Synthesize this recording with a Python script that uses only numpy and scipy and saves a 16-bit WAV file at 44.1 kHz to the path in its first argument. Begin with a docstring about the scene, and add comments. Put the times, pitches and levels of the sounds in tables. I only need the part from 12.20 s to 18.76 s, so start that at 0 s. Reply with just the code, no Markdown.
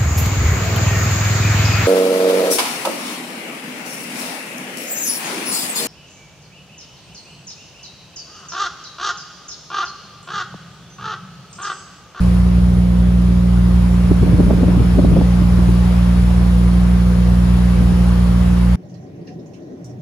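"""On the open deck of a ferry under way on a calm sea. From the start, periodic diesel firings drone over
the throb of the hull and a turbulent roar, while bubbles in the bow wash hiss along the side.
The wash slackens around 1 s, then a machine's whine comes clear. From about 2 s, gusts buffet the
microphone for a second and a half, and wind reduction turns the bass down under them.
A weaker gust follows at 5.6 s, near the end."""
import sys
import numpy as np
from scipy import signal
from scipy.fft import rfft, irfft, next_fast_len
from scipy.io import wavfile
from scipy.ndimage import uniform_filter1d, minimum_filter1d

SR = 44100
rng = np.random.default_rng(int(sys.argv[2]) if len(sys.argv) > 2 else 0)


def wav_out(sig):
    """Save sig, one row per channel (or a flat mono array), as 16-bit PCM at SR to the path in sys.argv[1]."""
    wavfile.write(sys.argv[1], SR, np.round(np.clip(np.atleast_2d(sig).T, -1, 1) * 32767).astype(np.int16))


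N = 289296
TIME = np.arange(N) / SR


def gain_of(db):
    """The decibel scale: 20 dB is a factor of ten in amplitude."""
    return 10 ** (np.asarray(db) / 20)


def unit_rms(x):
    """Normalisation to a mean power of one."""
    return x / np.sqrt(np.mean(x ** 2) + 1e-20)


def spectrum_at(points, hz):
    """Interpolation on a logarithmic frequency axis."""
    point_hz, value = np.transpose(points)
    return np.interp(np.log(hz + 1), np.log(point_hz + 1), value)


def wander(rate_hz):
    """Random modulation: noise of rms 1, low-passed at rate_hz."""
    hop = 128
    hz = np.fft.rfftfreq(N // hop, hop / SR)
    slow = irfft(rfft(rng.standard_normal(N // hop)) / (1 + (hz / rate_hz) ** 2))
    return unit_rms(np.interp(TIME, np.arange(len(slow)) * hop / SR, slow))


def noise_pair(spectrum, coherence, size, brightness=1):
    """Partial coherence: two channels share part of a coloured noise, scaled to rms 1."""
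    length = next_fast_len(size, real=True)
    hz = np.fft.rfftfreq(length, 1 / SR)
    common, separate = rfft(rng.standard_normal((2, length)))
    shared = np.clip(spectrum_at(coherence, hz) if np.ndim(coherence) else coherence, -1, 1)
    pair = np.array([common, shared * common + np.sqrt(1 - shared ** 2) * separate])
    colour = gain_of(spectrum_at(spectrum, hz / brightness))
    return unit_rms(irfft(pair * colour, length)[:, :size])


def bow_wave_db(base_db=-40.5, swell_db=0.7, period_s=2.04, crest_s=3.73,
                lull_db=-4, lull_s=0.95, lull_width_s=1):
    """Amplitude modulation: the bow wave breaks harder on each crest and slackens once in smooth water."""
    swell = np.cos(2 * np.pi * (TIME - crest_s) / period_s)
    lull = np.exp(-((TIME - lull_s) / lull_width_s) ** 2)
    return base_db + swell_db * swell + lull_db * lull


def droplets(gain_db=-15, per_s=400, q_factor=10, spread_db=3):
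    """Damped resonance: falling spray and bursting bubbles ring as short pings of all sizes."""
    out = np.zeros((2, N))
    pitches_hz = np.geomspace(1200, 6000, num=24)
    for k, hz in enumerate(pitches_hz):
        cycles = hz * np.arange(1024) / SR
        ping = np.sin(2 * np.pi * cycles) * (1 - np.exp(-cycles)) * np.exp(-np.pi * cycles / q_factor)
        strength = gain_of(spread_db * np.minimum(rng.exponential(1, N), 4))
        hits = rng.random(N) < per_s / SR / len(pitches_hz)
        out[k % 2] += signal.oaconvolve(strength * hits, ping)[:N]
    return gain_of(gain_db + bow_wave_db()) * unit_rms(out)


# Spectral density of the foam's hiss: frequency_hz, relative_db
WASH_SPECTRUM = [(100, -27), (300, -10.5), (600, -2), (740, -0.5), (1150, -1.5), (1700, -7), (2400, -10),
                 (3500, -13), (5200, -18), (6500, -21), (7700, -21), (8500, -20.5), (10400, -19),
                 (12800, -30), (15500, -23.5)]
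# Likeness of the hiss in the two channels: frequency_hz, coherence
WASH_COHERENCE = [(300, .4), (700, .1), (1050, .5), (1600, .12), (2700, .3), (4000, .33), (5500, .12),
                  (7400, .45), (8400, .85), (15000, .9)]
# The hiss leans to the left: frequency_hz, left_minus_right_db
WASH_BALANCE = [(300, -4), (900, 2.5), (2600, 1.5), (4000, 4.5), (5200, 9), (6400, 3), (8300, 0)]
# The hiss reaches the two microphone ports at different times: frequency_hz, left_lead_rad
WASH_LEAD = [(500, 0), (1000, .9), (1800, 0), (3000, 1.5), (5000, .8), (6000, 1.2), (8400, -3.1),
             (10200, -6.3), (12100, -9.4), (14000, -12.6), (15700, -15.7)]


def bow_wash(gain_db=8, patchy_db=1.26, body_depth=1.2, treble_depth=0.81):
    """Incoherent summation: foam hisses as broadband noise, in drifting patches that follow the bow wave."""
    frames = dict(fs=SR, nperseg=1024, noverlap=768)
    hz, t, hiss = signal.stft(noise_pair(WASH_SPECTRUM, WASH_COHERENCE, N), **frames)
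    patches = uniform_filter1d(rng.standard_normal(hiss.shape[1:]), size=7, axis=0)
    patches = unit_rms(uniform_filter1d(patches, size=12, axis=1))
    wave_db = np.interp(t, TIME, bow_wave_db())
    depth = spectrum_at([(500, body_depth), (3000, treble_depth)], hz)[:, None]
    foam_db = wave_db.mean() + depth * (wave_db - wave_db.mean()) + patchy_db * patches
    lean_db = spectrum_at(WASH_BALANCE, hz)[:, None] / 2
    hiss = hiss * gain_of(gain_db + foam_db + np.array([lean_db, -lean_db]))
    hiss[0] *= np.exp(1j * spectrum_at(WASH_LEAD, hz))[:, None]
    return signal.istft(hiss, **frames)[1][:, :N]


# The whine comes clear: time_s, relative_db
WHINE_ENVELOPE = [(1.2, -5.5), (3, 2)]


def machine_whine(pitch_hz=496, base_db=-42, right_db=-6, flutter=0.95):
    """Amplitude and frequency modulation: a deck machine off to the left gives a wavering tone."""
    sway = unit_rms(abs(1 + flutter * (wander(7.7) + 1j * wander(6.4))))
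    cycles = np.cumsum(pitch_hz + 2 * wander(4.46)) / SR
    tone = np.sqrt(2) * sway * np.sin(2 * np.pi * cycles)
    rise_db = np.interp(TIME, *np.transpose(WHINE_ENVELOPE))
    return gain_of(base_db + rise_db) * gain_of([[0], [right_db]]) * tone


# Tones of the hull and deck plates: pitch_hz, relative_db
PLATE_TONES = [(28.1, -43.5), (56.2, -38.3), (67.8, -34.1), (70.2, -33.6), (77.2, -27.8), (91.3, -35.3)]


def hull_throb(gain_db=-4.5, waver=0.2):
    """Forced vibration: plates shaken by the machinery give low tones that beat against the firing rate."""
    out = np.zeros(N)
    for hz, db in PLATE_TONES:
        sway = 1 + waver * (wander(0.66) + 1j * wander(0.48))
        out += gain_of(db) * (sway * np.exp(2j * np.pi * (hz * TIME + rng.random()))).real
    return np.sqrt(2) * gain_of(gain_db) * out


# Spectral density of the roar: frequency_hz, relative_db
ROAR_SPECTRUM = [(12, -22), (30, -8), (48, 0), (75, 9), (110, -0.5), (160, -5), (220, -8), (280, -16.5),
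                 (380, -12.5), (600, -16), (1200, -38.5), (9000, -99)]
# Likeness of the roar in the two channels: frequency_hz, coherence
ROAR_COHERENCE = [(60, 0.93), (160, 0.96), (270, 0.34), (450, 0.1), (800, 0.033)]


def turbulent_roar(level_db=-22.5):
    """Turbulence: exhaust gas and propeller churn radiate broad noise, nearly mono in the bass."""
    return gain_of(level_db) * noise_pair(ROAR_SPECTRUM, ROAR_COHERENCE, N)


# Line spectrum of the exhaust: crank_multiple, left_relative_db, right_relative_db
ENGINE_ORDERS = [(6.0, -14.4, -14.1), (12.0, -21.4, -21.8), (18.0, -16.3, -14.0), (19.0, -48.8, -41.5),
                 (24.0, -36.0, -33.4), (30.0, -48.4, -45.8), (32.0, -45.9, -42.7), (36.0, -43.6, -38.2),
                 (38.0, -48.3, -50.2), (40.0, -58.0, -46.8), (41.0, -58.0, -47.3), (54.0, -54.3, -49.9),
                 (60.0, -54.0, -51.4)]


def diesel_exhaust(crank_hz=9.926, drift=0.0003, left_lag_s=0.00027, spread_rad=0.94):
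    """Harmonic series: six firings a turn give strong lines; unequal cylinders add weak, fluttering ones."""
    turns = np.cumsum(crank_hz * (1 + drift * wander(0.43))) / SR
    turns = np.array([turns - crank_hz * left_lag_s, turns])
    out = np.zeros((2, N))
    for order, left_db, right_db in ENGINE_ORDERS:
        if order % 6 == 0 and order < 30:  # the first four harmonics of the firing rate
            gain_db, flutter, phase = -0.16, 0.03, 0
        else:
            gain_db, flutter = 0.4, 0.33
            # weak lines come by many paths over the deck, so each port hears its own phase
            phase = 2 * np.pi * rng.random() + spread_rad * rng.standard_normal((2, 1))
        sway = 1 + flutter * (wander(3.4) + 1j * wander(3.2))
        line = np.sqrt(2) * (sway * np.exp(1j * (2 * np.pi * order * turns + phase))).real
        out += gain_of(gain_db) * gain_of([[left_db], [right_db]]) * line
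    return out


# Gusts of wind: full_force_s, hold_s, level_db
WIND_GUSTS = [(2.075, 0.554, -16.5), (2.8, .19, -17), (3.237, .25, -25.5), (5.58, 0.14, -24)]


def wind_force(breeze_db=-38.5, attack_s=0.061, release_s=0.059):
    """Power addition: the amplitude of a steady breeze plus gusts that rise, hold and decay."""
    force = np.full(N, gain_of(breeze_db))
    for full_force_s, hold_s, db in WIND_GUSTS:
        before = np.maximum(full_force_s - TIME, 0) / attack_s
        after = np.maximum(TIME - full_force_s - hold_s, 0) / release_s
        force = np.hypot(force, gain_of(db) * np.exp(-before - after))
    return force


# Spectral density of wind pressure on the microphone: frequency_hz, relative_db
RUMBLE_SPECTRUM = [(15, -20), (45, -1), (95, 3), (160, -4), (260, -9.5), (450, -19.5), (800, -32),
                   (1600, -56), (6000, -86)]


def wind_rumble(lumpy_db=4.0, lump_rate_hz=16, coherence=0.64):
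    """Dynamic pressure: unsteady wind presses on the microphone with a lumpy rumble."""
    lumps = gain_of(lumpy_db * wander(lump_rate_hz))
    return wind_force() * lumps * noise_pair(RUMBLE_SPECTRUM, coherence, N)


def lesser_eddies(per_s=30, gain_db=-8, spread_db=1, mid_brightness=1.06, steepness=1.23):
    """Vortex shedding: rows of small eddies at uneven intervals, fading faster than the wind does."""
    jitter, strength, colour = rng.random((256, 3)).T
    peak_s = (np.arange(len(jitter)) + jitter) / per_s
    force = wind_force()
    force_db = 20 * np.log10(np.interp(peak_s, TIME, force) / force.max())
    db = 20 * np.log10(force.max()) + gain_db + steepness * force_db + spread_db * (2 * strength - 1)
    brightness = mid_brightness * 2 ** ((colour - 0.5) / 2)
    inside = (peak_s > 0.1) & (peak_s < TIME[-1] - 0.1)
    return list(zip(peak_s[inside], db[inside], brightness[inside]))


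# Spectral density at an eddy's core: frequency_hz, relative_db
EDDY_SPECTRUM = [(40, -16), (130, 7), (280, 4), (460, -2.5), (680, -10.5), (950, -23), (1500, -37),
                 (3500, -75), (9000, -100)]
# The strongest eddies to strike the microphone: peak_s, relative_db, brightness (a frequency ratio)
STRONG_EDDIES = [(1.918, -12.5, .8), (2.033, -13, .8), (2.148, -14.5, 0.66), (2.205, -10.5, 0.89),
                 (2.309, -14.5, 1.5), (2.338, -21, 1.2), (2.434, -14, 1.04), (2.482, -19, 1.05),
                 (2.579, -15.5, .8), (2.791, -11, 1.1), (2.849, -14, 1.12), (2.969, -13.5, 1.06),
                 (2.99, -15.5, 0.8), (3.014, -15.5, 1.1), (3.22, -22.5, 0.75), (3.39, -23, 0.8),
                 (3.493, -20.5, 0.66)]


def eddy_buffets(gain_db=1.44, passage_s=0.0301, sharpness=3.19, skirt_speed=0.55, coherence=0.79):
    """Convected turbulence: a passing eddy is loud and bright at its fast core, dull at its slow skirts."""
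    out = np.zeros((2, N))
    above_drone = signal.butter(3, 260, "high", fs=SR, output="sos")
    steps = np.arange(8192)
    t = (steps - len(steps) // 2) / SR
    envelope = np.exp(-sharpness * abs(t) / passage_s)
    travel = np.cumsum(skirt_speed + (1 - skirt_speed) * envelope)
    for peak_s, db, brightness in STRONG_EDDIES + lesser_eddies():
        turbulence = noise_pair(EDDY_SPECTRUM, coherence, len(steps), brightness)
        puff = envelope * np.array([np.interp(travel, steps, port) for port in turbulence])
        # the level applies to the part that stands out above the drone
        puff = puff * np.sqrt(np.mean(envelope ** 2)) / np.std(signal.sosfilt(above_drone, puff))
        start = round((peak_s + t[0]) * SR)
        out[:, start:start + len(t)] += gain_of(gain_db + db) * puff
    return out


def scene():
    """Superposition: the pressures from ship, sea and wind add."""
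    ship = diesel_exhaust() + hull_throb() + machine_whine() + turbulent_roar()
    sea = bow_wash() + droplets()
    return ship + sea + wind_rumble() + eddy_buffets()


def wind_reduction(x, threshold_db=-26, slope=0.46, corner_hz=110, averaging_s=0.1):
    """Side-chain compression: when the band above the drone gets loud, the bass is turned down."""
    band = signal.sosfiltfilt(signal.butter(4, [260, 800], "band", fs=SR, output="sos"), x)
    pole = np.exp(-1 / (averaging_s * SR))
    power = signal.lfilter([1 - pole], [1, -pole], (band ** 2).mean(axis=0))
    over_db = np.maximum(10 * np.log10(power + 1e-12) - threshold_db, 0)
    cut_db = uniform_filter1d(slope * over_db, size=512)
    bass = signal.sosfiltfilt(signal.butter(2, corner_hz, fs=SR, output="sos"), x)
    return x - (1 - gain_of(-cut_db)) * bass


def limiter(x, ceiling_db=-1, recover_db_per_s=100, split_hz=900):
    """Split-band peak limiting: the low band ducks at its peaks while the hiss above passes untouched."""
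    low = signal.sosfiltfilt(signal.butter(3, split_hz, fs=SR, output="sos"), x)
    peak_db = 20 * np.log10(abs(low).max(axis=0) + 1e-9)
    recovery_db = TIME * recover_db_per_s
    envelope_db = np.maximum.accumulate(peak_db + recovery_db) - recovery_db
    over_db = np.maximum(envelope_db - ceiling_db, 0)
    held_db = minimum_filter1d(-over_db, size=257)
    duck_db = uniform_filter1d(uniform_filter1d(held_db, size=129), size=129)
    return x - (1 - gain_of(duck_db)) * low


def record(dry):
    """Dynamic range control and band limiting: wind reduction, limiter, then a low-pass at 15.7 kHz."""
    soft_ends = signal.windows.tukey(N, 0.0015)
    low_pass = signal.firwin(511, 15700, window=("kaiser", 9), fs=SR)
    return signal.oaconvolve(limiter(wind_reduction(dry)) * soft_ends, low_pass[None], "same")


dry = scene()
out = record(dry)
wav_out(out)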